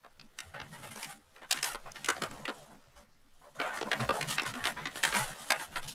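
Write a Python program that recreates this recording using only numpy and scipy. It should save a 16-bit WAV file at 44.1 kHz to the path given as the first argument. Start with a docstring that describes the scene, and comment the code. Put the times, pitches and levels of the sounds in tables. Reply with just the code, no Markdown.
"""Pages of a stiff glossy booklet are lifted, bent and turned close to a microphone in a small quiet room.
At first scattered creases snap between soft slides, with two loud snaps near 1.5 and 2.1 s.
From about 2.5 s only faint slides are left; at 3.6 s stronger, denser snaps and strokes set in, easing at the end.
Creases are short ticking bursts through resonances, slides are grainy noise, and moving air adds low bumps.
Most snaps and all page and room noise are heard twice, usually about 14 ms apart."""
import sys
import numpy as np
from scipy import signal
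from scipy.fft import rfft, irfft, next_fast_len
from scipy.io import wavfile
from scipy.ndimage import uniform_filter1d

SR = 44100
rng = np.random.default_rng(int(sys.argv[2]) if len(sys.argv) > 2 else 0)


def unload_audio(sound):
    """Save the sound as a 16-bit wav file, at the path given as the first command line argument."""
    columns = np.transpose(np.atleast_2d(sound))
    # keep every value between -1 and 1, then stretch to whole-number steps
    steps = np.round(np.clip(columns, -1, 1) * 32767)
    wavfile.write(sys.argv[1], SR, steps.astype(np.int16))


N = 262086

CUTOFF_HZ = 16000
REPEAT_MS, REPEAT_DB = (13.4, 14.3), -1.5   # range of lags for the page and room noise; gain of every repeat


def snaps():
    """A crease gives way in a few ms of uneven ticks; the sheet rings at its pitch, the air behind it thumps."""
    # buckling creases: [t/s, crack level before the length scaling/dB, sheet pitch/Hz,
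    # sizzle over crack/dB, repeat lag/ms (3 or less: none; held to 16)]
    creases = [(0.0471, -50.5, 1190, -12, 16.5), (0.1967, -47, 3500, -10, 16),
               (0.388, -37.5, 2770, -0.5, 16), (0.5443, -52, 1500, -12, 14.5), (0.6002, -38, 1500, -16, 15),
               (0.8332, -50, 1700, -11, 12.5), (0.9594, -45, 1100, 1, 14.5),
               (1.0296, -38, 2120, -0.5, 16.5), (1.363, -50.5, 1840, -11, 0), (1.4197, -52.5, 1010, -8, 12),
               (1.5107, -25, 3180, 1.5, 14.5), (1.544, -39, 1530, -4, 16), (1.574, -35.5, 1930, -19, 14.5),
               (1.6287, -31, 1840, 4, 14), (1.7469, -35.5, 1250, -10, 8.5), (1.8626, -54, 1130, -10, 13.5),
               (1.9185, -61, 2500, 19, -4), (1.959, -42.5, 1840, -11, 8.5), (2.0456, -35, 2170, -0.5, 14.5),
               (2.0871, -23.5, 1490, -3.5, 14.5), (2.1657, -41.5, 1030, -17, 14.5),
               (2.2204, -30.5, 1270, -4, 16), (2.312, -44.5, 1300, -1.5, 2.5), (2.4542, -33, 2030, -11, 0),
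               (2.4798, -33.5, 1350, -12, 14), (2.4875, -35.5, 1044, -20, 13.5),
               (3.6, -29.5, 1300, -15, 14.5), (3.773, -36.5, 1670, -33, 14), (3.813, -32, 980, -36, 15.5),
               (3.916, -25, 1550, -9.5, 15.5), (4.0052, -37, 1230, -26, 7), (4.0918, -24.5, 1125, -15, 15),
               (4.2114, -30, 1850, -5.5, 16), (4.3102, -33, 3000, -3, 16.5),
               (4.3827, -25.5, 2220, -13, 13.5), (4.42, -39, 990, 1.5, 14), (4.4542, -37.5, 1500, -11, 9),
               (4.539, -38.5, 1540, -7, 14), (4.641, -32, 2260, -5.5, 0), (4.6544, -26.5, 1830, -7, 17.5),
               (4.7775, -48, 1700, -16, 12), (4.8562, -30.5, 1810, -49, 14.5),
               (4.9573, -37.5, 1440, -6, 14), (5.031, -34.5, 2470, -1, 12), (5.0364, -22.5, 1920, -5, 14.5),
               (5.077, -34.5, 1700, -3.5, 12.5), (5.126, -30.5, 1580, -20, 16),
               (5.149, -26, 1760, -23, 16.5), (5.5048, -21.5, 1870, -4, 15.5),
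               (5.598, -38.5, 1650, -18, 16.5), (5.759, -33, 1960, -13, 12.5)]
    # bright top of a snap, relative density: [f/Hz, level/dB per Hz]
    sizzle_spectrum = [(3000, -31), (5000, 9.5), (8000, 5), (11000, -2), (13500, -12.5), (16000, -9)]
    creak_ms = 4   # the fold creaks this long before it gives way
    base_ms, longer_ms_per_db = 5.6, .08   # fading time at -30 dB; louder creases tear longer
    peaks_db, peak_spacing_hz = 2.5, 260   # each crease has an uneven spectrum of its own
    thump_even_hz, thump_db_per_octave, thump_least_db = 1110, -17, -37   # slack, low-pitched sheets thump most

    size, out = 3072, np.zeros(N + 5000)
    ms = np.arange(size) / SR * 1000
    ticks = grains((len(creases), size), 2.2)
    lumps = rng.standard_normal((len(creases), size // 32))
    peaks_hz = np.arange(200, CUTOFF_HZ, peak_spacing_hz)
    colours = peaks_db * rng.standard_normal((len(creases), len(peaks_hz)))
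    for (s, crack_db, hz, sizzle_db, repeat_ms), tick, lump, colour in zip(creases, ticks, lumps, colours):
        length_ms = np.clip(base_ms + longer_ms_per_db * (crack_db + 30), 2, 8)
        length_ms = length_ms * np.clip(hz / 1500, .65, 1)   # slack sheets knock short
        creak = .45 * (ms / creak_ms) ** 2
        fading = np.exp(-(np.abs(ms - creak_ms - 1) / length_ms) ** 1.4 * 1.3)
        burst = tick * np.where(ms < creak_ms, creak, fading) * from_db(2.5 * np.repeat(lump, 32))
        # the break itself is one sharp click
        burst[round(creak_ms * SR / 1000)] += 6 * np.sqrt(np.mean(tick ** 2))
        burst = shaped(burst, np.transpose([peaks_hz, colour]))

        crack = resonance(burst, hz, .5 * hz) + .5 * band(burst, 600, 4500)
        ring = resonance(burst, hz, .22 * hz)   # the sheet rings on briefly
        crack = band(crack, 243, 7840) + .89 * ring
        sizzle = shaped(burst, sizzle_spectrum)
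        thump = band(band(burst, 250, 800), 150, 900)
        thump_db = max(thump_db_per_octave * np.log2(hz / thump_even_hz), thump_least_db)
        parts = rms_one(crack) + from_db(thump_db) * rms_one(thump) + from_db(sizzle_db) * sizzle
        snap = from_db(crack_db) * parts * np.sqrt(length_ms / ms[-1])

        at = round((s - creak_ms / 1000) * SR)   # the break falls on the listed time
        out[at:at + size] += snap
        if repeat_ms > 3:
            at += round(min(repeat_ms, 16) * SR / 1000)
            out[at:at + size] += from_db(REPEAT_DB) * snap
    return out[:N]


def tail(x):
    """Close soft walls give a short dull decay: the sound is convolved with fading band-passed noise."""
    t60_s, level_db = .13, -15
    s = np.arange(SR // 4) / SR
    noise = band(rng.standard_normal(len(s)), 575, 2480)
    decay = noise * from_db(-60 * s / t60_s) * (s > .004)   # starts after 4 ms
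    return from_db(level_db) * signal.fftconvolve(x, decay / np.sqrt(np.sum(decay ** 2)))[:N]


def handling():
    """Bent pages crackle in clumps, sliding ones hiss; one clumping drives both, over low flexing noise."""
    # hands always at the pages, levels before flicker: [t/s, air and flex/dB, faint rustle/dB, faint hiss/dB]
    touch_levels = [(0.0, -74, -71.5, -81.5), (0.9, -58, -60.5, -61.5), (1.25, -71.5, -71, -74),
                    (2.18, -56.5, -55, -67.5), (2.9, -68, -68, -87.5), (3.45, -70.5, -79.5, -74.5),
                    (3.97, -49.5, -45, -63), (5.5, -60.5, -55.5, -63.5), (5.7, -60, -58, -63),
                    (5.94, -57, -56, -58)]
    # hiss of sliding sheets, relative density: [f/Hz, level/dB per Hz]
    slide_spectrum = [(2000, -3.5), (3000, 13), (5000, 6), (8000, 6), (11000, 7), (14000, -3.5),
                      (16000, -5)]
    # low air and flex noise, relative density: [f/Hz, level/dB per Hz]
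    flex_spectrum = [(40, -21), (70, -7.5), (120, 2.5), (220, 2.5), (350, -14.5), (500, -12)]
    ticks_per_s, tick_gain_db = 70, 24   # tiny separate creases within the grain

    flex_db, rustle_db, hiss_db = in_time(touch_levels)
    clumps = .7 * drift(35) + drift(160)
    ticks = from_db(tick_gain_db) * (rng.random(N) < ticks_per_s / SR) * rng.standard_normal(N)
    crackle = sheet(grains(N, 3.6) + ticks, broad_db=-4)
    rustle = patchy(from_db(1.6 * clumps) * crackle)
    sliding = shaped(grains(N, 3.0) + .5 * ticks, slide_spectrum)
    hiss = patchy(from_db(2.3 * clumps) * sliding)
    flex = from_db(flex_db + 3.5 * drift(8.7)) * coloured(flex_spectrum, patchy_db=7.5)
    # a one-second shift keeps the faint grain apart from that of the strokes
    faint = from_db(rustle_db) * np.roll(rustle, SR) + from_db(hiss_db) * np.roll(hiss, SR)
    faint = from_db(2.08 * drift(1.5)) * faint   # the touch comes and goes
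    return swishes(rustle, hiss) + faint + flex


def swishes(rustle, hiss):
    """Each stroke of rustle and hiss starts quickly, trails off, and favours the pitch of the bent sheet."""
    # sheets sliding and flexing: [t/s, length before the trail/s, rustle gain/dB, hiss over rustle/dB]
    strokes = [(0.032, 0.038, -60, -22), (0.361, 0.17, -62, -1.5), (0.536, 0.055, -48.5, -28),
               (0.609, 0.057, -55, -11), (0.712, 0.12, -55, -1.5), (0.821, 0.061, -52, -0.5),
               (0.904, 0.054, -56.5, 3), (0.952, 0.17, -50.5, 1.5), (1.352, 0.058, -61.5, -31),
               (1.412, 0.044, -52, -29), (1.484, 0.19, -52.5, 1), (1.627, 0.093, -43.5, 3.5),
               (1.856, 0.039, -49, -38), (1.936, 0.14, -57, 0.5), (2.049, 0.15, -50, -3),
               (2.215, 0.049, -42.5, -8), (2.278, 0.21, -54.5, -6.5), (2.497, 0.017, -48, -16),
               (2.507, 0.16, -61.5, 1), (2.69, 0.068, -61, -10.5), (2.952, 0.079, -62, -1.5),
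               (3.409, 0.096, -60.5, -13), (3.548, 0.053, -58.5, -3), (3.586, 0.15, -39, -17.5),
               (3.733, 0.076, -49, -0.5), (3.848, 0.058, -47, -42), (3.914, 0.044, -40, -16),
               (3.993, 0.048, -37.5, -12), (4.125, 0.075, -41, -6.5), (4.27, 0.074, -42, 4.5),
               (4.363, 0.082, -42, -19), (4.452, 0.059, -44.5, 0), (4.538, 0.12, -45, -9),
               (4.644, 0.064, -37, -5.5), (4.763, 0.069, -44.5, -28), (4.933, 0.14, -54, 5),
               (5.039, 0.093, -42.5, 0.5), (5.13, 0.11, -36, 0), (5.253, 0.11, -51.5, 0),
               (5.365, 0.21, -56.5, 6.5), (5.498, 0.066, -38.5, -20), (5.582, 0.067, -47, 1),
               (5.71, 0.072, -52.5, -2.5), (5.755, 0.036, -42.5, -8), (5.819, 0.057, -54.5, 3),
               (5.874, 0.053, -58.5, 16.5)]
    # pitch of the sheets as they bend and slacken: [t/s, f/Hz]
    bend_curve = [(0, 1094), (0.5, 1436), (0.75, 1545), (1.1, 1490), (1.37, 1030), (1.43, 1500),
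                  (1.52, 1810), (1.66, 1500), (1.73, 1230), (1.86, 1110), (1.96, 1520), (2.25, 1013),
                  (2.65, 642), (2.96, 1000), (3.4, 707), (3.62, 1180), (3.75, 1124), (3.86, 740),
                  (3.96, 1430), (4.1, 700), (4.19, 712), (4.27, 2200), (4.45, 1840), (4.55, 1145),
                  (4.65, 1550), (5.1, 1542), (5.28, 1318), (5.94, 1518)]
    rise_share, fade_db, trail_share = .2, -8.5, .16   # shares of the length; fade along the length
    ring_db = -3   # narrow rings against the broad bent sound

    out, (bend_hz,) = np.zeros(N), in_time(bend_curve)
    ringing = rings(rustle, bend_hz)
    hiss_hz = rng.uniform(5000, 10000, len(strokes))   # each slide has its own brightest region
    for (s, length_s, rustle_db, hiss_db), bright_hz in zip(strokes, hiss_hz):
        at, size = round(s * SR), round(2 * length_s * SR)
        along = np.arange(min(size, N - at)) / SR / length_s
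        stroke = np.minimum(along / rise_share, 1) * from_db(fade_db * (np.minimum(along, 1) - .5))
        stroke = stroke * np.exp(-np.maximum(along - 1, 0) / trail_share)

        grain, air = rustle[at:at + size], hiss[at:at + size]
        hz = bend_hz[at + size // 8]   # pitch a quarter of the way along
        bent = band(resonance(grain, hz, .85 * hz), .077 * hz, 4.15 * hz) + .15 * grain
        bent = rms_one(bent) + from_db(ring_db) * rms_one(ringing[at:at + size])
        airy = rms_one(air + resonance(air, bright_hz, .5 * bright_hz))
        out[at:at + size] += from_db(rustle_db) * stroke * (bent + from_db(hiss_db) * airy)
    return out


def rings(x, bend_hz):
    """Narrow rings of the curved sheet that slide with its bend, retuned every 256 samples."""
    width_hz, wander_octaves, size = 39, .1, 256
    r, out = np.exp(-np.pi * width_hz / SR), np.zeros(N)
    for ratio in (0.618, 1.0, 1.278, 1.899):   # to the pitch of the bent sheet
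        hz, state = bend_hz * ratio * 2 ** (wander_octaves * drift(5.6)), [0., 0.]
        for i in range(0, N, size):
            poles = [1, -2 * r * np.cos(2 * np.pi * hz[i] / SR), r * r]
            piece, state = signal.lfilter([1, 0, -1], poles, x[i:i + size], zi=state)
            out[i:i + size] += piece
    return out


def sheet(x, broad_db):
    """The pages ring in a few resonances, two broad and one narrow, over a band of the plain grain."""
    # resonances of the pages: [f/Hz, width/Hz, relative level/dB]
    page_modes = [(565, 230, 17.5), (1330, 2080, 16.5), (1792, 15.5, 22.5)]
    modes = sum((-1) ** k * from_db(db) * resonance(x, hz, width)
                for k, (hz, width, db) in enumerate(page_modes))
    return rms_one(rms_one(modes) + from_db(broad_db) * rms_one(band(x, 185, 3320)))


def patchy(x):
    """Narrow regions of the spectrum swell and fade on their own as the paper changes shape; rms 1."""
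    depth_db, width_hz, life_ms = 3.3, 170, 40   # rough size of a region
    size, hop = 512, 128
    _, _, cells = signal.stft(x, nperseg=size, noverlap=size - hop)
    field = rng.standard_normal(cells.shape)
    for axis, extent in enumerate([width_hz * size / SR, life_ms / hop * SR / 1000]):
        for _ in range(2):   # smoothed twice for soft edges
            field = uniform_filter1d(field, max(round(extent / 1.4), 1), axis=axis)
    cells = cells * from_db(depth_db * field / field.std())
    return rms_one(signal.istft(cells, nperseg=size, noverlap=size - hop)[1][:N])


def doubled(x):
    """Overlapping stretches of about 45 ms come back once, each after a lag of its own."""
    size, out = 2048, x.copy()
    for i in range(0, N - size - 1000, size // 2):
        lag = int(rng.uniform(*REPEAT_MS) * SR / 1000)
        out[i + lag:i + lag + size] += from_db(REPEAT_DB) * np.hanning(size) * x[i:i + size]
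    return out / np.sqrt(1 + from_db(2 * REPEAT_DB))   # power of an unrelated repeat evened out


def bumps():
    """Low bumps of air and hands: sine cycles that swell and fade under a smooth window."""
    # [centre t/s, f/Hz, peak level/dB]
    low_bumps = [(0.485, 85, -51), (0.577, 130, -57), (0.85, 135, -54), (0.897, 107, -52.5),
                 (0.978, 213, -49), (1.088, 152, -53.5), (1.756, 25, -50), (1.854, 13, -44),
                 (2.226, 196, -42.5), (2.257, 99, -53.5), (2.325, 18.5, -49), (2.979, 60, -57),
                 (4.026, 125, -31.5), (4.018, 226, -34.5), (4.082, 66, -43.5), (4.5, 114, -44.5),
                 (4.575, 248, -38.5), (4.636, 91, -51), (5.082, 157, -47), (5.176, 203, -36),
                 (5.218, 132, -38), (5.272, 18, -42.5), (5.12, 46, -51), (5.814, 11.3, -38.5)]
    s_at_100_hz, shortening = .09, .34   # higher bumps are shorter, by this power of their pitch
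    out = np.zeros(N)
    for (s, hz, peak_db), phase in zip(low_bumps, rng.uniform(0, 2 * np.pi, len(low_bumps))):
        t = np.arange(round(s_at_100_hz * (100 / hz) ** shortening * SR)) / SR
        at = round(s * SR) - len(t) // 2
        out[at:at + len(t)] += from_db(peak_db) * np.hanning(len(t)) * np.sin(2 * np.pi * hz * t + phase)
    return out


def sway():
    """Slow air pressure on the microphone: very low noise whose level drifts."""
    return from_db(-64 + 1.3 * drift(.53)) * rms_one(band(rng.standard_normal(N), 8.1, 18.0))


def quiet_room():
    """Steady faint noise of the room, each band flickering a little."""
    # relative density: [f/Hz, level/dB per Hz]
    room_spectrum = [(20, -24), (60, -8), (120, -10), (250, -17), (600, -23.5), (1500, -13.5), (2200, -23),
                     (5000, -26.5), (10000, -33.5), (16000, -31)]
    return from_db(-71) * coloured(room_spectrum, patchy_db=3.5)


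def from_db(db):
    """Gain of a level in dB."""
    return 10 ** (np.asarray(db) / 20)


def rms_one(x):
    """Scaled to rms 1."""
    return x / np.sqrt(np.mean(x ** 2, axis=-1, keepdims=True) + 1e-20)


def in_time(rows):
    """Each column of a curve table, sample by sample."""
    s, *columns = np.transpose(rows)
    return [np.interp(np.arange(N) / SR, s, c) for c in columns]


def drift(rate):
    """Slow random wander of spread 1: noise through two equal low-pass poles at the rate in Hz."""
    step = 20   # computed on every 20th sample
    r = np.exp(-2 * np.pi * rate * step / SR)
    noise = rng.standard_normal(N // step + 2002)
    slow = signal.lfilter([1], [1, -2 * r, r * r], noise)[2000:]   # the filter has settled
    return np.interp(np.arange(N) / step, np.arange(len(slow)), rms_one(slow))


def grains(shape, spread_db):
    """Dense noise whose samples now and then stand far out: tiny slips and ticks."""
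    return rng.standard_normal(shape) * from_db(spread_db * np.minimum(rng.exponential(1, shape), 5))


def band(x, low_hz, high_hz):
    """Band-pass."""
    edges = [low_hz, min(high_hz, .45 * SR)]
    return signal.sosfilt(signal.butter(2, edges, "band", fs=SR, output="sos"), x)


def resonance(x, hz, width_hz):
    """One resonance, gain about 1 on top."""
    r = np.exp(-np.pi * width_hz / SR)
    poles = [1, -2 * r * np.cos(2 * np.pi * hz / SR), r * r]
    return signal.lfilter([(1 - r * r) / 2, 0, (r * r - 1) / 2], poles, x)


def shaped(x, spectrum):
    """The sound filtered by the given spectrum, with almost nothing below its first frequency; rms 1."""
    hz, level_db = np.transpose(spectrum)
    size = next_fast_len(len(x) + 512)
    grid = np.maximum(np.arange(size // 2 + 1) * SR / size, 1)
    gain = from_db(np.interp(np.log(grid), np.log(hz), level_db, left=-60))
    return rms_one(irfft(rfft(x, size) * gain, size)[:len(x)])


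def coloured(spectrum, patchy_db):
    """Half-octave bands of noise, each with its level from the spectrum and its own flicker; rms 1."""
    hz, level_db = np.transpose(spectrum)
    centres = hz[0] * 2 ** np.arange(0, np.log2(hz[-1] / hz[0]) + .25, .5)
    gains_db = np.interp(np.log(centres), np.log(hz), level_db)
    white = rng.standard_normal((2, N))   # neighbouring bands take turns, so they are unrelated
    out = np.zeros(N)
    for k, (centre, gain_db) in enumerate(zip(centres, gains_db)):
        noise = band(white[k % 2], centre / 2 ** .25, centre * 2 ** .25)
        out += from_db(gain_db + patchy_db * drift(14)) * noise
    return rms_one(out)


def scene():
    """Snaps with their decay, doubled handling and room noise, low bumps and slow air."""
    cracks = snaps()
    pages_and_room = doubled(handling() + quiet_room())
    return (cracks + tail(cracks) + pages_and_room + bumps() + sway())[None]


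def record(dry):
    """The top is cut steeply."""
    return signal.sosfilt(signal.cheby2(14, 70, CUTOFF_HZ * 1.03, fs=SR, output="sos"), dry)


dry = scene()
out = record(dry)
unload_audio(out)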